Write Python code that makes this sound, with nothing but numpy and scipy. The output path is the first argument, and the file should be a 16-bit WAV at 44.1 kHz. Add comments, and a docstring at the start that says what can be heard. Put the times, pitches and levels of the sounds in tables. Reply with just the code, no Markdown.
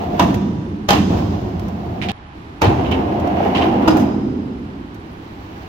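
"""Skateboard on a hollow half-pipe

A skateboarder rides a hollow half-pipe at an outdoor park, heard from the edge of the ramp.
Random contact forces make the wheels rumble and scuff; impacts over the coping and on landing excite
damped modes; the cavity under the ramp booms on by slow, frequency-dependent decay.
Once the foreground breaks off abruptly and picks up with the rider in the air."""
import sys
import numpy as np
from scipy import signal
from scipy.fft import rfft, irfft
from scipy.io import wavfile
from scipy.ndimage import uniform_filter1d

SR = 44100
rng = np.random.default_rng(int(sys.argv[2]) if len(sys.argv) > 2 else 0)


def unload_audio(sound):
    """Save the sound as a 16-bit wav file, at the path given as the first command line argument."""
    columns = np.transpose(np.atleast_2d(sound))
    # keep every value between -1 and 1, then stretch to whole-number steps
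    steps = np.round(np.clip(columns, -1, 1) * 32767)
    wavfile.write(sys.argv[1], SR, steps.astype(np.int16))


N = 250488
TIME = np.arange(N) / SR
BREAK_S = 2.118  # foreground sounds begun earlier stop here
BAND_EDGE_HZ = 16200

# All levels are relative to the source they drive.
# Runs from wall to wall, the last by someone far off: [touch_down_s, lift_off_s, flat_roar_db,
#   landing_load_db, climb_load_db, grit_db, sizzle_db, ramp_drive_db, deep_boom_db, wall_note_hz]
RIDES = [(-1, 0.28, -27.5, 15, 3, -42, -50, -28.5, -33.5, 197),
         (1.09, 2.135, -37, 16, 5.5, -53.5, -58.5, -38, -37.5, 189),
         (2.62, 3.97, -23.5, 0.5, 4.5, -39, -60, -25, -36, 258),
         (5, 5.87, -47, -7, 10.5, -52.5, -59.5, -56, -53.5, 260)]
# The rider pumps, pressing the board down: [centre_s, extra_load_db]
PUMPS = [(1.201, 0), (2.94, 3), (3.63, 4)]
# Growl of the wheels, shifting with speed and load: [time_s, pitch_hz, level_re_roar_db]
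GROWL_PATH = [(0, 703, -9), (.05, 726, -4), (.144, 640, 1), (.2, 667, -4.5), (1.3, 690, -16),
              (1.87, 710, -4), (2.11, 756, 1), (2.7, 840, 0.5), (2.85, 737, -11.5), (3.32, 682, -0.5),
              (3.6, 774, -2.5), (3.87, 810, -6.5)]
# Blows of the board: [start_s, clack_db, crack_db, coping_db, truck_db, panel_db, boom_db, deep_boom_db]
BLOWS = [(.195, -9, -15.5, -7, -38, -25.5, -17.5, -41.5), (.204, -15.5, -42, -41, -47, -13.5, -12.5, -16.5),
         (0.888, -6.5, -12.5, -19, -26, -25, -19.5, -15), (0.905, -8.5, -10, -18, -23, -38, -13.5, -14.5),
         (.926, -11, -25, -30, -37, -37, -9, -37), (2.617, -8.5, -17, -35, -46, -20, -14.5, -10.5),
         (2.626, -17, -31, -38, -46, -29, -22, -22), (2.637, -12.5, -42, -39, -47, -24, -18, -12.5),
         (2.653, -14, -43, -43, -48, -24, -20, -21), (3.876, -13, -24, -21, -41, -13, -23, -48),
         (3.8807, -18.5, -19, -22, -42, -4, -17, -44)]
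# The rider's weight slaps the deck flat: [start_s, level_db]
SLAPS = [(.906, -21), (2.626, -15.5)]
# Short uneven surges in the roar of rolling: [start_s, level_db]
ROAR_SURGES = [(3.186, -19.5), (3.244, -16), (3.27, -14.5), (3.403, -13), (3.455, -13.5), (3.525, -16)]
# The hardware chatters after a hard landing: [start_s, level_db, t60_s]
RATTLES = [(.915, -20, 0.26), (2.625, -28, 0.16)]
# Urethane wheels scuffing sideways: [start_s, length_s, level_db, pitch_hz, width_hz]
SCUFFS = [(.925, .075, -27, 2480, 2000), (2.015, 0.047, -25, 2450, 2200), (2.085, 0.032, -25, 2780, 2200),
          (2.645, 0.061, -35.5, 2600, 2200), (2.845, 0.045, -33, 2800, 1000),
          (2.91, 0.03, -25.5, 3000, 600), (2.915, .036, -26, 2600, 1500), (3.548, 0.057, -25, 2662, 2400),
          (3.61, 0.046, -25.5, 2450, 2000)]
# Wheels click in two quick clusters over joints, then once at the coping: [start_s, level_db]
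WHEEL_CLICKS = [(3.55, -20.5), (3.559, -17.5), (3.5638, -19), (3.613, -25), (3.6226, -17), (3.629, -24.5),
                (3.886, -22)]
# A panel drums as the board presses on it: [centre_s, half_length_s, level_db, pitch_hz]
DRUMS = [(.25, 0.031, -15, 200), (3.67, .05, -14, 308.8), (3.955, 0.039, -13.5, 316)]
# The rider's feet come down on the platform: [start_s, level_db, pitch_hz]
STEPS = [(3.995, -12, 106), (4.021, -3.5, 215)]
# Light ticks and rustles: [start_s, level_db, t60_s]
TICKS = [(.342, -26.5, 0.068), (1.595, -32, 0.031), (1.682, -37, .05), (2.913, -30, .053),
         (3.198, -38, 0.078), (3.274, -34, .03), (3.967, -27.5, 0.13), (3.992, -32.5, 0.25),
         (4.943, -43, .09)]

# Spectral shapes of rolling wheels, coarse to fine: [frequency_hz, density_db per Hz]
ROAR_SPECTRUM = [(100, -31), (250, -2.5), (400, 3.5), (560, -.5), (730, 3), (950, -2.5), (1200, -10),
                 (1700, -22), (4000, -36), (16000, -80)]
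GRIT_SPECTRUM = [(400, -17), (1200, 8.5), (1900, 6.5), (2900, 5), (4000, -8.5), (6000, -14), (8000, -25.5),
                 (10000, -28.5), (13500, -18), (16000, -29)]
SIZZLE_SPECTRUM = [(1500, -21), (3500, 6), (6500, -2), (9500, -20), (13000, -6), (16000, -5)]
# Spectral shapes of the ramp's boom and its lowest part: [frequency_hz, density_db per Hz]
BOOM_SPECTRUM = [(40, -45), (100, -5.5), (150, -3.5), (195, 1.5), (235, -2), (325, 1.7), (400, -6),
                 (550, -15.5), (1000, -19), (3000, -75)]
DEEP_SPECTRUM = [(20, -40), (42, -18.5), (62, -3), (88, 5.5), (125, -0.5), (190, -10.5), (400, -45.5),
                 (1500, -72)]
# Spectral shapes of wooden clack, hard crack and light tick: [frequency_hz, density_db per Hz]
CLACK_SPECTRUM = [(25, -21), (80, 2.5), (300, -8), (480, -2), (750, 4.5), (1050, 1.5), (1400, -6),
                  (2000, -10), (3000, -10.5), (4500, -21.5), (9000, -62), (16000, -53)]
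CRACK_SPECTRUM = [(300, -21), (1500, -19), (3200, -1), (4500, -4.5), (6400, -2.5), (8000, -14.5),
                  (10500, -20.5), (12500, -11), (16000, -22)]
TICK_SPECTRUM = [(200, -4), (1500, 14.5), (4000, 4.5), (6500, 4.5), (9000, -9), (11000, -4), (13000, -0.5),
                 (16000, -5)]
# Spectral shapes of the open air and its thin hiss: [frequency_hz, density_db per Hz]
AIR_SPECTRUM = [(20, -3.5), (70, 17.5), (200, 4.5), (350, -1), (520, -14), (800, 2.5), (1200, -1.5),
                (1900, -7), (3000, -12), (5000, -24), (7000, -33.5), (10000, -51), (16000, -62.5)]
HISS_SPECTRUM = [(1500, -16), (4000, 5), (6000, -3.5), (8000, -7.5), (10500, -20), (13500, -9),
                 (16000, -20)]

# Modes of the coping, trucks, ramp panel, wheel and wooden deck: [frequency_hz, level_db, t60_s]
COPING_MODES = [(690, -9, .2), (829, -8, .14), (967, 2, .095), (1160, -13, .13), (1520, -21, .14),
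                (1585, -22, .18), (1865, -22, .2), (2260, -19, .12), (2730, -18, .11), (2930, -17.5, .11),
                (3250, -20, .1), (3550, -18.5, .09)]
TRUCK_MODES = [(738, 2, 0.17), (816.4, 5.5, 0.23), (1400, -15, .15), (1702, -3.5, 0.16), (1780, -2.5, 0.09),
               (2470, -3, .14), (2600, -4.5, 0.15), (2780, -1.5, 0.12), (3115, 0.5, .12), (3490, -2, 0.12),
               (4164, -9.5, 0.18), (5300, -11.5, .17)]
PANEL_MODES = [(281, -9, 0.4), (316.6, 4.5, 0.1), (556, -3.5, 0.044), (660, -4.5, 0.045),
               (839, -6.5, 0.091), (1255, -10.5, 0.045), (1443, -12.5, .07), (5050, -21, .08)]
WHEEL_MODES = [(1040, 3.5, 0.031), (2360, -5, .022), (2780, 2, 0.023), (3047, 0, 0.029),
               (3970, -14.5, 0.017)]
DECK_MODES = [(383, -2, 0.22), (472.7, -1.5, 0.24), (948, -2.5, 0.13), (2056, -15, 0.2), (2340, -9, 0.18)]

# Decay of the cavity under the ramp, and of the park around it: [frequency_hz, t60_s]
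CAVITY_DECAY = [(60, 3.7), (200, 2.39), (330, 2.33), (500, 2.4), (1000, 1.6), (4000, 0.7)]
PARK_DECAY = [(200, 0.35), (800, 1.34), (1600, 1.26), (2500, 1.16), (5500, 1.83), (14000, 0.6)]
# The stereo pair, left and right: [frequency_hz, correlation (-1 to 1), left_minus_right_db]
STEREO_PAIR = [(60, 0.99, -2), (140, 0.96, 0.5), (275, 1, -3), (640, 0.16, 1), (1430, -0.58, -4),
               (3030, -0.01, -6), (5740, -0.03, -4), (9100, -0.35, 5.5), (13950, 0.17, -0.5)]

TOUCH_S = 0.014  # the wheels take hold
SETTLE_S, CLIMB_S = 0.23, 0.39  # the landing load eases off; the load builds up the next wall
PUMP_S = 0.061
RUN_OUT_T60, SHAKE_T60 = 0.66, 1.97  # s: after lift-off wheels fall silent quickly, panels slowly
SHAKE_SHARE = 0.91  # how much of the extra load, in dB, goes into the ramp
# The grit is loudest as the board passes the listening point
APPROACH_S, APPROACH_WIDTH_S, APPROACH_DB = 3.44, 0.2, 5
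# A wall's note swells as the rider nears its lip, and lingers after lift-off
WALL_DB, WALL_SWELL_S, WALL_LINGER_S = 4, 0.44, 0.92
AIR_DB, FAR_ROAR_DB, FAR_BOOM_DB, HISS_DB = -37, -49, -38, -60  # the rest of the park
HUSH_S, HUSH_DB = 0.22, -13  # far boom and hiss dip briefly after the break


def amp(db):
    """Decibel law: level to amplitude ratio."""
    return 10 ** (np.asarray(db) / 20)


def unit(x):
    """Normalisation to unit mean power (rms 1)."""
    return x / np.sqrt(np.mean(x ** 2) + 1e-20)


def at_hz(table, hz, axis=1):
    """Interpolation of a table column on a logarithmic frequency axis."""
    columns = np.transpose(table)
    return np.interp(np.log(hz + 1), np.log(columns[0] + 1), columns[axis])


def unbroken(s):
    """Time gate: 1 on the same side of the break as the moment s, else 0."""
    return (TIME < BREAK_S) == (s < BREAK_S)


def add(mix, s, sound):
    """Superposition: adds a sound at s; one that starts before the break stops there."""
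    start = round(s * SR)
    stop = round(BREAK_S * SR) if s < BREAK_S else N
    part = mix[:, start:stop][:, :sound.shape[1]]
    part += sound[:, :part.shape[1]]


def colour(white, spectrum):
    """Spectral shaping of two unrelated signals, with interchannel correlation and balance."""
    a, b = rfft(white)
    hz = np.fft.rfftfreq(white.shape[1], 1 / SR)
    correlation = np.clip(at_hz(STEREO_PAIR, hz), -1, 1)
    lean = amp(at_hz(STEREO_PAIR, hz, axis=2) / 2)
    left = a * lean
    right = (correlation * a + np.sqrt(1 - correlation ** 2) * b) / lean
    shaped = np.array([left, right]) * amp(at_hz(spectrum, hz))
    return unit(irfft(shaped, white.shape[1]))


def noise(spectrum, size=N):
    """Filtered Gaussian noise in stereo."""
    return colour(rng.standard_normal((2, size)), spectrum)


def fade(t, t60):
    """Exponential decay: a fall of 60 dB in t60 seconds."""
    return np.exp(-np.log(1000) * t / np.maximum(t60, 1e-3))


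def onset(t, rise_s):
    """Exponential approach: a sound rises with time constant rise_s."""
    return 1 - np.exp(-t / rise_s)


def dying(x, decays):
    """Frequency-dependent damping: every band of x dies at its own speed."""
    hz, t, bands = signal.stft(x, SR, nperseg=512)
    bands = bands * fade(t, at_hz(decays, hz)[:, None])
    return signal.istft(bands, SR, nperseg=512)[1]


def ring_on(x, response):
    """Linear convolution with a response of unit energy, on each side of the break."""
    out, cut = np.zeros((2, N)), round(BREAK_S * SR)
    response = response / np.sqrt(np.sum(response ** 2, axis=1).mean())
    add(out, 0, signal.fftconvolve(x[:, :cut], response, axes=1))
    add(out, BREAK_S, signal.fftconvolve(x[:, cut:], response, axes=1))
    return out


def bumps(per_s, spread_db, size=N):
    """Random impulse trains: tiny impacts of uneven strength, as wheels meet the surface grain."""
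    strength_db = spread_db * np.minimum(rng.exponential(1, (2, size)), 4)
    strength = amp(strength_db) * rng.choice([-1, 1], (2, size))
    return unit(strength * (rng.random((2, size)) < per_s / SR))


def wobble(per_s, depth_db):
    """Slow amplitude modulation: a random gain drawn per_s times a second and interpolated."""
    knots = rng.standard_normal(1000)
    return amp(depth_db * np.interp(TIME * per_s, np.arange(len(knots)), knots))


def modes(table, t, spread):
    """Modal sum of damped sines; random channel phase lag grows with frequency (spread: rad per kHz)."""
    out = np.zeros((2, len(t)))
    for hz, db, t60 in table:
        lag = np.array([[0], [spread * hz / 1000 * rng.standard_normal()]])
        out += amp(db) * fade(t, t60) * np.sin(2 * np.pi * (hz * t + rng.random()) + lag)
    return out


def resonate(x, hz, width):
    """Heterodyne resonance of gain 1 at hz, which may be a curve."""
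    turn = np.exp(2j * np.pi * np.cumsum(hz * np.ones(N)) / SR)
    r = np.exp(-np.pi * width / SR)
    # shift the resonance to 0 Hz, smooth, and shift back
    return 2 * (turn * signal.lfilter([1 - r], [1, -r], x / turn)).real


def wheels():
    """Rolling noise: random contact forces give roar, growl, grit and sizzle that follow the load."""
    roar = colour(bumps(per_s=900, spread_db=2.5), ROAR_SPECTRUM) + growl()
    passing = amp(APPROACH_DB * np.exp(-((TIME - APPROACH_S) / APPROACH_WIDTH_S) ** 2))
    grit = passing * colour(bumps(per_s=1400, spread_db=2.0), GRIT_SPECTRUM)
    sizzle = colour(bumps(per_s=5000, spread_db=4.5), SIZZLE_SPECTRUM)
    out = np.zeros((2, N))
    for start, end, roar_db, landing_db, climb_db, grit_db, sizzle_db, *_ in RIDES:
        contact, load_db = rolling(start, end, landing_db, climb_db, RUN_OUT_T60)
        texture = amp(roar_db) * roar + amp(grit_db) * grit + amp(sizzle_db) * sizzle
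        out += contact * amp(load_db) * texture
    # uneven patches make the whole swell
    return wobble(per_s=35, depth_db=1.5) * out


def growl(width_hz=130):
    """Forced resonance: surface bumps keep one gliding resonance of the loaded wheels ringing."""
    s, hz, db = np.transpose(GROWL_PATH)
    pitch = np.interp(TIME, s, hz)
    drive = colour(bumps(per_s=400, spread_db=2.5), ROAR_SPECTRUM)
    once = resonate(drive, pitch, width_hz)
    return amp(np.interp(TIME, s, db)) * unit(resonate(once, pitch, width_hz))


def rolling(start, end, landing_db, climb_db, release_t60):
    """Contact mechanics of one run: wheel contact (0-1), and load (dB) shifted by landing, climb, pumps."""
    since, until = np.maximum(TIME - start, 0), np.maximum(end - TIME, 0)
    contact = np.minimum(since / TOUCH_S, 1) * fade(np.maximum(TIME - end, 0), release_t60)
    load_db = landing_db * np.exp(-since / SETTLE_S) + climb_db * np.exp(-until / CLIMB_S)
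    for s, db in PUMPS:
        load_db = load_db + db * np.exp(-((TIME - s) / PUMP_S) ** 2)
    return contact * unbroken(start), load_db


def roar_surges(t60=.06, rise_s=0.0012):
    """Amplitude fluctuation: short decaying noise bursts make uneven surges in the roar of rolling."""
    out, t = np.zeros((2, N)), TIME[:SR // 8]
    for s, db in ROAR_SURGES:
        add(out, s, amp(db) * noise(ROAR_SPECTRUM, size=len(t)) * fade(t, t60) * onset(t, rise_s))
    return out


def board(clack_t60=0.097, crack_t60=0.037, rise_s=0.0009, touch_db=-13, touch_s=.005):
    """Impact excitation: each blow clacks, cracks, and rings the modes of coping, trucks and panel."""
    out, t = np.zeros((2, N)), TIME[:SR // 2]
    for s, clack_db, crack_db, coping_db, truck_db, panel_db, *_ in BLOWS:
        sound = amp(clack_db) * noise(CLACK_SPECTRUM, size=len(t)) * fade(t, clack_t60)
        sound += amp(crack_db) * noise(CRACK_SPECTRUM, size=len(t)) * fade(t, crack_t60)
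        # one wheel grazes the surface just before the full weight arrives
        add(out, s - touch_s, amp(touch_db) * sound * np.minimum(t / touch_s, 1))
        for table, db in (COPING_MODES, coping_db), (TRUCK_MODES, truck_db), (PANEL_MODES, panel_db):
            sound += amp(db) * modes(table, t, spread=1.09)
        add(out, s, sound * onset(t, rise_s))
    return out


def deck(rise_s=0.0011):
    """Flexural vibration: the wooden deck bends and rings as the rider's weight slaps it flat."""
    out, t = np.zeros((2, N)), TIME[:SR // 2]
    for s, db in SLAPS:
        add(out, s, amp(db) * modes(DECK_MODES, t, spread=0.93) * onset(t, rise_s))
    return out


def rattles(knocks_per_s=130, knock_db=2.0, damping=3):
    """Repeated impact: loose trucks knock against the deck, their modes damped, in a dying chatter."""
    out, t = np.zeros((2, N)), TIME[:SR // 3]
    damped = [(hz, level, ring_t60 / damping) for hz, level, ring_t60 in TRUCK_MODES]
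    for s, db, t60 in RATTLES:
        ring = modes(damped, t, spread=1.06)
        knocks = bumps(knocks_per_s, knock_db, size=len(t))
        chatter = signal.fftconvolve(knocks, ring, axes=1)[:, :len(t)]
        add(out, s, amp(db) * unit(chatter) * fade(t, t60))
    return out


def scuffs(slips_per_s=500, slip_db=2.0, rub_db=-4, skirt_db=-28):
    """Stick-slip friction: quick uneven snaps excite one broad squeaky resonance."""
    out, t = np.zeros((2, N)), TIME[:SR // 4]
    hz = np.geomspace(200, 16000, 80)
    for s, length, db, pitch, width in SCUFFS:
        peak = 1 / (1 + ((hz - pitch) / width * 2) ** 2)
        skirt = amp(skirt_db) / (1 + (hz / 4000) ** 4)
        slips = bumps(slips_per_s, slip_db, size=len(t))
        slips = slips + amp(rub_db) * rng.standard_normal((2, len(t)))
        rasp = colour(slips, np.c_[hz, 20 * np.log10(peak + skirt)])
        envelope = np.minimum(t / 0.0017, 1) * np.exp(-(t / length) ** 3)
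        add(out, s, amp(db) * rasp * envelope)
    return out


def wheel_clicks(rise_s=.0004):
    """Impulse response of a wheel: damped modes click in two clusters over joints, then at the coping."""
    out, t = np.zeros((2, N)), TIME[:SR // 10]
    for s, db in WHEEL_CLICKS:
        add(out, s, amp(db) * modes(WHEEL_MODES, t, spread=0.61) * onset(t, rise_s))
    return out


def ramp(near_share=0.98, ring_share=0.71, thud_db=4, thud_t60=0.39, ring_db=-3, rise_s=0.035):
    """Cavity reverberation: rolling and blows shake the ramp; panels thud and the hollow rings on."""
    shake = shaking()
    cavity = dying(rng.standard_normal((1, 2 * SR)), CAVITY_DECAY)
    out = near_share * shake + ring_share * ring_on(shake, cavity)
    t = TIME[:2 * SR]
    for s, *_, boom_db, deep_db in BLOWS:
        body = amp(boom_db) * noise(BOOM_SPECTRUM, size=len(t))
        body = body + amp(deep_db) * noise(DEEP_SPECTRUM, size=len(t))
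        thud = amp(thud_db) * fade(t, thud_t60) * body
        ring = amp(ring_db) * dying(body, CAVITY_DECAY)[:, :len(t)]
        add(out, s, (thud + ring) * onset(t, rise_s) / 2)
    return out


def shaking():
    """Forced vibration: the rolling load drives the ramp's panels and their deeper boom."""
    boom, deep, out = noise(BOOM_SPECTRUM), noise(DEEP_SPECTRUM), np.zeros((2, N))
    for start, end, _, landing_db, climb_db, _, _, drive_db, deep_db, _ in RIDES:
        contact, load_db = rolling(start, end, landing_db, climb_db, SHAKE_T60)
        panels = amp(drive_db) * boom + amp(deep_db) * deep
        out += contact * amp(SHAKE_SHARE * load_db) * panels
    return out


def wall(boom, width_hz=55, level_db=-2.0):
    """Selective resonance: each wall favours its own note, most when the rider is near its lip."""
    out = boom.copy()
    for start, end, *_, hz in RIDES:
        spread_s = np.where(TIME < end, WALL_SWELL_S, WALL_LINGER_S)
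        near = 1 / (1 + ((TIME - end) / spread_s) ** 2)
        out += amp(WALL_DB) * near * unbroken(start) * resonate(boom, hz, width_hz)
    return amp(level_db) * out


def drumming():
    """Membrane-like vibration: the pressed panel swells on one unsteady note and dies away."""
    out = np.zeros(N)
    for s, length, db, hz in DRUMS:
        turns = np.cumsum(hz * wobble(per_s=90, depth_db=.5)) / SR
        swell = np.exp(-((TIME - s) / length) ** 2)
        out += amp(db) * swell * np.sin(2 * np.pi * turns)
    return out


def thumps(level_db=1, thump_hz=70, t60=0.17, rise_s=0.012):
    """Damped oscillation: weight pushes the ramp's skin in, a short low thump under each blow."""
    out, t = np.zeros((2, N)), TIME[:SR // 2]
    for s, *_, deep_db in BLOWS:
        hz = thump_hz * (1 + 0.062 * rng.standard_normal())  # each blow differs a little
        push = np.sin(2 * np.pi * hz * t) * fade(t, t60) * onset(t, rise_s)
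        add(out, s, amp(level_db + deep_db) * np.array([push, push]))
    return out


def steps(t60=0.11, rise_s=0.0052):
    """Single-mode impact: dull thuds of shoes on the hollow platform."""
    out, t = np.zeros((2, N)), TIME[:SR // 3]
    for s, db, hz in STEPS:
        add(out, s, modes([(hz, db, t60)], t, spread=1) * onset(t, rise_s))
    return out


def ticks(swell_share=0.022):
    """Decaying noise bursts: small bright clicks and rustles; longer ones also start more softly."""
    out, t = np.zeros((2, N)), TIME[:SR // 4]
    for s, db, t60 in TICKS:
        swell = np.minimum(t / (swell_share * t60), 1)
        add(out, s, amp(db) * noise(TICK_SPECTRUM, size=len(t)) * fade(t, t60) * swell)
    return out


def park(x, walls_db=-5, walls_t60=0.28, tail_db=-11, delay_s=0.0055):
    """Early and late reflection: curved walls return the sound; railings and far ramps add a thin tail."""
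    t = TIME[:SR]
    gap = np.clip(t / delay_s - 1, 0, 1)  # silent until delay_s, full at twice that
    walls = rng.standard_normal((2, SR)) * (rng.random((2, SR)) < 1500 / SR)  # sparse echoes
    walls = walls * fade(t, walls_t60) * gap
    tail = dying(rng.standard_normal((2, SR)), PARK_DECAY)[:, :SR] * gap
    return amp(walls_db) * ring_on(x, walls) + amp(tail_db) * ring_on(x, tail)


def outdoors():
    """Ambient noise field: distant hum, far wheels and ramps, and a thin hiss."""
    after_break = 1. * ((TIME > BREAK_S) & (TIME < BREAK_S + HUSH_S))
    hush = amp(HUSH_DB * uniform_filter1d(after_break, size=1500))
    far = amp(FAR_BOOM_DB) * noise(BOOM_SPECTRUM) + amp(HISS_DB) * noise(HISS_SPECTRUM)
    return amp(AIR_DB) * noise(AIR_SPECTRUM) + amp(FAR_ROAR_DB) * noise(ROAR_SPECTRUM) + hush * far


def pulsing_line(line_hz=10080, level_db=-80, pulses_per_s=60):
    """Amplitude-modulated narrowband noise: a very faint pulsing line near 10 kHz."""
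    pulse = 1 + np.cos(2 * np.pi * pulses_per_s * TIME)
    return amp(level_db) * pulse * unit(resonate(rng.standard_normal(N), line_hz, 25))


def scene(wheels_db=-1.5, scuff_send_db=-6):
    """Superposition of board and wheels in the park, the booming ramp and the open air."""
    direct = amp(wheels_db) * wheels() + board() + deck() + roar_surges() + rattles()
    squeaks = scuffs() + wheel_clicks()
    echo = park(direct + amp(scuff_send_db) * squeaks)
    ramp_sound = wall(ramp()) + drumming() + thumps()
    background = outdoors() + pulsing_line()
    return direct + squeaks + echo + ramp_sound + steps() + ticks() + background


def record(dry):
    """Soft saturation and band limiting: the loudest peaks are rounded, then the top is cut."""
    knee = .7
    over = np.maximum(abs(dry) - knee, 0)
    rounded = dry + np.sign(dry) * ((1 - knee) * np.tanh(over / (1 - knee)) - over)
    lowpass = signal.firwin(511, BAND_EDGE_HZ, window=("kaiser", 9), fs=SR)
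    return signal.oaconvolve(rounded, lowpass[None], "same")


dry = scene()
out = record(dry)
unload_audio(out)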